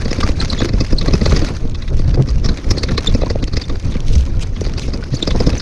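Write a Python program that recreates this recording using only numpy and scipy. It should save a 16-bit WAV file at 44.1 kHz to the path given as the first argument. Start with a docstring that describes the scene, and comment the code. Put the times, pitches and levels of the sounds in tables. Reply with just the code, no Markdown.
"""Gusty wind and low tyre rumble run throughout, under the clatter and thump of a bicycle on a trail.
It runs down rocky dirt, heard by a small camera on the rider's chest.
Wind, rumble and grit are coloured noise; jolts ring the mount and shake loose parts.
Squeaks are short fluttering tones; thuds and knocks are single notes roughened by noise.
Twigs and leaves under the tyres are short ticks and patches of crackling hiss."""
import sys
import numpy as np
from scipy import signal
from scipy.fft import rfft, irfft, next_fast_len
from scipy.io import wavfile
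from scipy.ndimage import uniform_filter1d, map_coordinates

SR = 44100
rng = np.random.default_rng(int(sys.argv[2]) if len(sys.argv) > 2 else 0)


def output_pcm(signal):
    """Save a mono or channel-first signal as 16-bit PCM at the path in sys.argv[1].

    Samples are clipped to [-1, 1] before scaling.
    """
    pcm = np.clip(np.atleast_2d(signal).T, -1, 1) * 32767
    wavfile.write(sys.argv[1], SR, np.round(pcm).astype(np.int16))


def to_linear_factor(level_db):
    """Convert decibel levels (scalar or array-like) to linear amplitude factors."""
    exponent = np.asarray(level_db, float) / 20
    return 10 ** exponent


N = 247401  # length in samples

# Strength of the airstream over time: time_s, level_db
WIND_STRENGTH = [(0.06, -13.5), (0.92, -14.5), (1.39, -11), (1.56, -18), (1.91, -13.5), (2.07, -8.5),
                 (2.22, -11), (2.25, -14.5), (2.38, -9.5), (2.64, -19), (2.67, -15), (3.17, -13.5),
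                 (3.2, -11.5), (3.82, -21), (3.86, -9), (4.02, -23.5), (4.11, -12.5), (5.04, -19),
                 (5.47, -15.5), (5.61, -16.5)]
# Roughness of the trail over time: time_s, level_db
GROUND_ROUGHNESS = [(0.0, -30.5), (0.51, -30.5), (0.89, -36), (1.22, -29), (1.36, -28), (1.55, -35),
                    (1.608, -41), (1.74, -38.5), (2.23, -40), (2.92, -30.5), (3.39, -40), (5.06, -36.5),
                    (5.36, -32), (5.61, -32.5)]
# Colour of the wind on the microphone: frequency_hz, gain_db
WIND_COLOUR = [(8.8, -65), (15, 5.5), (32, -4), (87, -6), (160, -17), (300, -34.5), (900, -120)]
# Colour of the low tyre rumble: frequency_hz, gain_db
RUMBLE_COLOUR = [(60, -28), (110, -5), (250, -5.5), (520, -14.5), (800, -27), (1500, -33), (3000, -120)]
# Colour of the grit under the tyres: frequency_hz, gain_db
GRIT_COLOUR = [(500, 4), (1200, -3), (2400, -2), (3100, -7.5), (4600, -3), (6400, -6.5), (7400, -19.5),
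               (10000, -24), (13000, -40.5), (15500, -76)]
# The wheels plough through leaf litter: start_s, length_s, level_db
LEAF_PATCHES = [(1.215, 0.12, -35), (1.964, 0.058, -38.5), (3.898, 0.029, -34), (4.053, 0.19, -40),
                (4.4, 0.044, -33.5), (4.783, 0.089, -34.5), (5.129, 0.041, -36.5)]
# Twigs and dry leaves break under the tyres: start_s, level_db
LOUD_SNAPS = [(0.316, -42), (0.381, -47), (0.437, -40), (0.8724, -38), (1.3922, -30), (1.6975, -36),
              (2.223, -31), (2.3037, -35), (2.7117, -27), (2.8335, -25), (2.9791, -25), (3.0076, -38),
              (3.4406, -27.5), (3.6845, -38.5), (3.7983, -34), (4.0042, -32), (4.0826, -32), (4.154, -26),
              (4.182, -31), (4.2084, -30.5), (4.2532, -36.5), (4.4103, -46), (4.6097, -27.5),
              (4.795, -25.5), (4.8205, -39)]
# Colour of snaps and leaves: frequency_hz, gain_db
SNAP_COLOUR = [(1200, -33), (2300, -1), (4000, 0), (6500, -1), (7500, -10.5), (10000, -17), (13000, -35),
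               (16000, -58)]
# Short single notes, from deep thuds and lumps to hollow knocks: start_s, level_db, pitch_hz
SINGLE_NOTES = [(0.2304, -9, 1177), (0.4242, -20, 1370), (0.618, -18, 1636), (0.646, -9, 347),
                (1.3212, -12.5, 1200), (2.172, -11, 348), (2.173, -7, 128), (2.194, -9, 374),
                (2.196, -4.5, 133), (2.489, -21.5, 1530), (2.8877, -19, 1565), (2.98, -17, 2000),
                (3.266, -20.5, 970), (3.569, -18, 2010), (3.616, -27, 2600), (3.851, -5, 97.5),
                (4.155, 0, 67.4), (4.2, -13.5, 75), (5.026, -25, 1470), (5.12, -10, 125), (5.273, -11, 468),
                (5.35, -29, 1170), (5.403, -15, 513)]
# A joint sticks and slips: start_s, level_db, pitch_hz, length_s
JOINT_SQUEAKS = [(0.401, -14.5, 4150, 0.0091), (0.5, -12.5, 4110, 0.0064), (0.587, -19.5, 3416, 0.016),
                 (0.984, -9.5, 4180, 0.0062), (2.782, -13.5, 4250, 0.005), (3.0695, -9.5, 3560, 0.014),
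                 (3.636, -28, 3640, 0.014), (5.165, -24, 4510, 0.012), (5.225, -8, 3580, 0.007),
                 (5.577, -22, 6040, 0.01)]
# A wheel hits rock or rut: start_s, clatter_level_db, loosest_part_pitch_hz, thump_level_db
WHEEL_JOLTS = [(0.0544, -18, 4500, -16.5), (0.1109, -12, 5200, -15.5), (0.183, -22.5, 4750, -17.5),
               (0.2338, -11.5, 4900, -16.5), (0.289, -20.5, 3920, -14.5), (0.4248, -17, 4400, -21.5),
               (0.5286, -11.5, 4040, -18), (0.578, -19.5, 3560, -23), (0.6032, -13, 3740, -15.5),
               (0.6175, -14.5, 3720, -8.5), (0.655, -19.5, 4350, -25), (0.69, -14.5, 4300, -20),
               (0.7348, -20, 4700, -12.5), (0.8059, -9, 4730, -17), (0.9264, -17, 5000, -11),
               (1.0127, -14, 3820, -19.5), (1.0804, -11, 4250, -13), (1.1354, -6.5, 5140, -10.5),
               (1.214, -14, 4560, -10), (1.259, -6.5, 4240, -10.5), (1.296, -19, 4240, -47),
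               (1.3228, -13.5, 4200, -13), (1.364, -8, 4740, -21), (1.4185, -18.5, 4560, -15.5),
               (1.6485, -41, 5000, -22), (1.7477, -19.5, 3680, -34), (1.823, -19, 3870, -43),
               (1.883, -22.5, 3700, -52), (1.993, -21.5, 4400, -19), (2.143, -15.5, 4680, -21),
               (2.2752, -26, 5200, -22), (2.289, -17.5, 4800, -32), (2.4456, -12.5, 5260, -21),
               (2.46, -11.5, 5330, -32), (2.4893, -11.5, 4270, -47), (2.5841, -22, 3950, -28),
               (2.7082, -5, 5340, -15.5), (2.7716, -20, 4520, -17), (2.8338, -6, 4400, -15.5),
               (2.888, -18.5, 3700, -23), (2.915, -20.5, 4220, -18), (2.9782, -6, 4120, -16),
               (3.0787, -34, 3650, -17), (3.097, -20, 3730, -45), (3.1462, -14.5, 5100, -10.5),
               (3.216, -20, 3900, -15), (3.2312, -25, 3600, -11), (3.2614, -27, 3830, -20),
               (3.3016, -12.5, 4630, -15), (3.353, -41, 4340, -13.5), (3.4279, -19.5, 4300, -17.5),
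               (3.477, -20, 4340, -26), (3.534, -17, 4450, -25), (3.5696, -12.5, 5000, -17),
               (3.616, -13.5, 4630, -55), (3.697, -18, 3600, -22), (3.9216, -22.5, 3640, -33),
               (4.1548, -16.5, 6000, -23.5), (3.952, -25.5, 2950, -19), (4.564, -25, 3200, -25.5),
               (4.6112, -23, 5830, -15), (4.665, -18.5, 4560, -21.5), (4.778, -16.5, 4640, -33),
               (4.8183, -21.5, 3980, -31), (4.8796, -23, 5470, -20.5), (4.936, -16, 4840, -23.5),
               (5.1351, -25, 4530, -17.5), (5.2247, -43, 3900, -17.5), (5.2745, -7, 4820, -14.5),
               (5.3088, -13.5, 3700, -19), (5.3496, -43, 3990, -14.5), (5.4029, -10, 5040, -10),
               (5.468, -11, 5070, -11), (5.5306, -20.5, 3840, -18.5), (5.5998, -12, 4600, -42)]
# Colour of the clattering loose parts: frequency_hz, gain_db
PARTS_COLOUR = [(1650, -36), (3000, -6.5), (3600, 5), (5400, 6.5), (7200, -9), (10000, -57), (13000, -87),
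                (16000, -120)]
# Resonances of the hollow camera shell: pitch_hz, width_hz, level_db
SHELL_MODES = [(1127, 114, 1.5), (1992, 210, 0.5), (2573, 49, 2)]


def unit(x):
    """Scales a sound to an average (rms) level of 1."""
    return x / np.sqrt(np.mean(x ** 2) + 1e-20)


def peak(x):
    """Scales a sound so that its highest peak is 1."""
    return x / np.max(np.abs(x))


def shaped(x, colour):
    """Filters x by (Hz, dB) points, read on a log frequency axis, and sets its rms to 1."""
    size = next_fast_len(x.shape[-1] + 8192)
    hz, db = np.transpose(colour)
    bins = np.fft.rfftfreq(size, 1 / SR)
    gain = to_linear_factor(np.interp(np.log(bins + 1), np.log(hz + 1), db))
    return unit(irfft(rfft(x, size) * gain, size)[..., :x.shape[-1]])


def resonate(x, modes):
    """Rings x through resonances (pitch Hz, width Hz, level dB) that only sound after the push."""
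    size = 2 * len(x)
    f = np.fft.rfftfreq(size, 1 / SR)
    response = 0
    for k, (hz, width, db) in enumerate(modes):
        band = 1j * f * width
        response = response + (-1) ** k * to_linear_factor(db) * band / (hz * hz - f * f + band)  # signs alternate
    return irfft(rfft(x, size) * response)[:len(x)]


def wobble(rate):
    """A smooth random curve through `rate` random points a second."""
    points = rng.standard_normal(int(N * rate / SR) + 4)
    return map_coordinates(points, [np.arange(N) * rate / SR])


def patchy(x, depth_db):
    """Gives x random louder and softer patches, about 1 kHz wide and 15 ms long."""
    spectrum = signal.stft(x, nperseg=256)[2]
    field = uniform_filter1d(rng.standard_normal(spectrum.shape), size=6, axis=0)
    field = uniform_filter1d(field, size=5, axis=1)
    return signal.istft(spectrum * to_linear_factor(depth_db * unit(field)), nperseg=256)[1][:N]


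def add(track, start_s, sound):
    """Mixes a sound into the track at the given second."""
    part = track[round(start_s * SR):][:len(sound)]
    part += sound[:len(part)]


def ride():
    """Wind, rumble and grit level per sample; rumble grows with both airstream and rough ground."""
    t = np.arange(N) / SR
    wind_db = np.interp(t, *np.transpose(WIND_STRENGTH))
    grit_db = np.interp(t, *np.transpose(GROUND_ROUGHNESS))
    wind_share = 0.46
    rumble_db = -1 + wind_share * wind_db + (1 - wind_share) * grit_db
    return wind_db, rumble_db, grit_db


def wind(wind_db, shaken, lumps):
    """Slow eddies push the microphone in lumps; a shaken camera feels them harder."""
    eddies = shaped(rng.standard_normal(N), WIND_COLOUR)
    return to_linear_factor(wind_db) * unit((1 + 0.3 * shaken) * to_linear_factor(3 * lumps) * eddies)


def crunch(count):
    """Bits of stone and leaf snap: soft-edged grains of scattered pitch, life and size."""
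    when, pitch, life, size = rng.random((count, 4)).T[:, :, None]
    t = np.arange(SR // 120) / SR
    hz = 1000 * 10 ** pitch  # 1 to 10 kHz
    age = t * hz / (0.49 + 5 * life ** 2)
    level_db = -5 * np.log(size + 0.04)  # few large, many small
    grains = to_linear_factor(level_db) * np.sin(2 * np.pi * hz * t) * age * np.exp(-age)
    where = (when * N).astype(int) + np.arange(len(t))
    return np.bincount(where.ravel(), grains.ravel(), N + len(t))[:N]


def stone_rattle():
    """Small noise puffs, about 70 a second by chance, each with a sharp start and a quick fade."""
    hits = (rng.random(N) < 70 / SR) * rng.exponential(size=N).clip(0, 2)
    fade = np.exp(-np.arange(SR // 20) / SR / 0.0034)
    puffs = signal.fftconvolve(hits, fade)[:N]
    jagged_noise = rng.standard_normal(N) * to_linear_factor(2.36 * rng.standard_normal(N))
    return shaped(patchy(puffs * jagged_noise, depth_db=3), GRIT_COLOUR)


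def tyres(rumble_db, grit_db, shaken, lumps):
    """Small stones shake rumble and grit together; grit is crunch and rattle over a patchy hiss."""
    stones = wobble(20)
    rumble_swell = to_linear_factor(2.33 * lumps + 0.7 * stones + 2.6 * wobble(45))
    rumble = shaped(rng.standard_normal(N), RUMBLE_COLOUR)
    rumble = unit((1 + 0.43 * shaken) * rumble_swell * rumble)
    hiss = shaped(patchy(rng.standard_normal(N), depth_db=3), GRIT_COLOUR)
    grit = 0.45 * shaped(crunch(count=6000), GRIT_COLOUR) + 1.15 * stone_rattle() + hiss
    grit = unit(to_linear_factor(1.44 * stones + 2.0 * wobble(60)) * grit)
    return to_linear_factor(rumble_db) * rumble + to_linear_factor(grit_db) * grit


def rustles():
    """A soft-edged stretch of dry crackling hiss for each patch of leaves."""
    t = np.arange(N) / SR
    gate = np.zeros(N)
    for start, length, db in LEAF_PATCHES:
        nearest_edge = np.minimum(t - start, start + length - t)
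        gate += to_linear_factor(db) * np.clip(nearest_edge / 0.016, 0, 1)  # 16 ms fades
    hiss = shaped(patchy(rng.standard_normal(N), depth_db=3.5), SNAP_COLOUR)
    return gate * unit(to_linear_factor(4 * wobble(90))) * hiss


def snaps(grit_db, count):
    """Thin dry ticks: loud ones at set times, lesser ones by chance, louder on rough ground."""
    when, size = rng.random((count, 2)).T
    at = (when * (N - 1)).astype(int)
    lesser = zip(at / SR, grit_db[at] - 9 + 5.5 * size)
    out, t = np.zeros(N), np.arange(SR // 100) / SR
    for start, db in [*LOUD_SNAPS, *lesser]:
        tick = rng.standard_normal(len(t)) * np.exp(-t / 0.0013)
        add(out, start, to_linear_factor(db) * peak(tick))
    loudness = np.sqrt(np.mean(out ** 2))
    return to_linear_factor(12.5) * loudness * shaped(out, SNAP_COLOUR)


def thuds_and_knocks():
    """Short single notes, from deep thuds to hollow knocks, roughened by noise; deeper ones last longer."""
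    t60_s = 0.045  # time for a 1 kHz note to fall by 60 dB
    out, t = np.zeros(N), np.arange(SR // 12) / SR
    for start, db, hz in SINGLE_NOTES:
        age = t / t60_s * (hz / 1000) ** .3
        onset = 1 - np.exp(-t * hz * 2)
        scrape = rng.standard_normal(len(t)) * onset * np.exp(-5 * age)
        scrape = resonate(resonate(scrape, [(hz, 0.28 * hz, 0)]), [(hz, hz, 0)])
        note = np.sin(2 * np.pi * hz * t) * to_linear_factor(-60 * age) * onset
        add(out, start - .001, to_linear_factor(db) * peak(peak(note) + 1.3 * peak(scrape)))
    return out


def squeaks():
    """Stick-slip at a few kHz: a short fluttering tone with its octave, inside a longer rubbing fuzz."""
    out, t = np.zeros(N), np.arange(SR // 16) / SR
    for start, db, hz, length in JOINT_SQUEAKS:
        octave_db = max(-5.5 - 50 * (hz - 3500) / 1000, -13)  # higher squeaks are purer
        u = np.linspace(0, 1, round(length * SR))  # progress through the tone
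        knots = np.linspace(0, 1, 12)
        waver, flutter = (np.interp(u, knots, row) for row in rng.standard_normal((2, 12)))
        phase = 2 * np.pi * np.cumsum(hz * (1 + .012 * waver)) / SR
        body = np.sin(np.pi * u ** .8) ** 1.1 * to_linear_factor(2.5 * flutter)
        octave = to_linear_factor(octave_db - 14 * u) * np.sin(2 * phase)  # fades sooner than the tone
        add(out, start, to_linear_factor(db) * body * (np.sin(phase) + octave))
        rub = rng.standard_normal(len(t)) * np.exp(-np.abs(t - .03) / 0.008)
        fuzz = resonate(resonate(rub, [(1.09 * hz, 600, 0)]), [(1.06 * hz, 1100, 0)])
        add(out, start - .025, to_linear_factor(db - 6) * peak(fuzz))
    return out


def thumps():
    """A soft blow: one push and a broken shudder, rung through broad low resonances of frame and mount."""
    frame_hz, mount_hz, mount_from_db = 227.6, 400, -16.5
    out, t = np.zeros(N), np.arange(SR // 10) / SR
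    for start, _, _, db in WHEEL_JOLTS:
        luck, shift = rng.random(2)
        # light blows ring the frame; about half of the harder ones reach the stiffer mount
        hz = mount_hz if db > mount_from_db and luck > .5 else frame_hz
        hz *= 0.91 + 0.7 * shift
        noise = rng.standard_normal(len(t))
        shudder = noise * t * np.exp(-t / 0.0045)
        push = 0.0051 * np.sign(noise[0]) * np.exp(-((t - .006) * hz / 0.13) ** 2)
        modes = [(hz, 0.31 * hz, 0), (0.42 * hz, 0.57 * hz, -5), (500, 110, -4)]
        blow = resonate(resonate(push + shudder, modes), [(hz, 1.75 * hz, 0)])
        add(out, start - .002, to_linear_factor(db + 6.5) * peak(blow))  # the peak stands above the listed level
    return out


def clatters():
    """Each jolt shakes loose parts and the hollow shell; the loosest buzzes before and lingers after."""
    out, t = np.zeros(N), np.arange(SR // 10) / SR - .03
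    for start, db, hz, thump_db in WHEEL_JOLTS:
        # the shell follows clatter and thump; bright parts sit far from it
        shell_db = -6 + db + 0.21 * (thump_db - db) - 3 * (hz - 4400) / 1000
        contact_noise, jag, shell_noise, buzz_noise = rng.standard_normal((4, len(t)))
        lasts_s = 0.0032 * to_linear_factor(0.064 * (db + 5))  # a harder jolt shakes for longer
        age = t.clip(0) / lasts_s
        shake = age ** 0.6 * np.exp(-age)
        contacts = peak(shaped(contact_noise * to_linear_factor(4 * jag) * shake, PARTS_COLOUR))
        buzz = buzz_noise * np.exp(-np.abs(t - .005) / np.where(t < .005, .005, .0055))
        loosest = peak(resonate(resonate(buzz, [(hz, 550, 0)]), [(hz, 1400, 0)]))
        shell = peak(resonate(resonate(shell_noise * shake, SHELL_MODES), [(1450, 2300, 0)]))
        parts = to_linear_factor(db - 3.5) * peak(0.85 * contacts + loosest)
        add(out, start - .032, parts + to_linear_factor(shell_db) * shell)
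    return out


def dulled_treble(parts):
    """Knocks, squeaks and clatter are dull above 8700 Hz."""
    return signal.sosfilt(signal.butter(N=4, Wn=8700, fs=SR, output="sos"), parts)


def scene():
    """Mixes the ride: the thumps also make the wind and rumble swell."""
    wind_db, rumble_db, grit_db = ride()
    blows = thumps()
    shaken = unit(uniform_filter1d(np.abs(blows), size=900))
    lumps = wobble(16)  # the ride lurches: airstream and rumble swell together
    mix = wind(wind_db, shaken, lumps) + tyres(rumble_db, grit_db, shaken, lumps)
    mix += rustles() + snaps(grit_db, count=110)
    mix += dulled_treble(thuds_and_knocks() + squeaks() + clatters()) + blows
    return mix[None]  # one channel


def top_cut(x):
    """Nothing passes above the cut-off."""
    return signal.sosfilt(signal.butter(12, 15400, fs=SR, output="sos"), x)


def record(dry):
    """The input stage rounds off the highest peaks."""
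    soft = dry / (1 + np.abs(dry) ** 5) ** (1 / 5)
    return top_cut(soft)


dry = scene()
out = record(dry)
output_pcm(out)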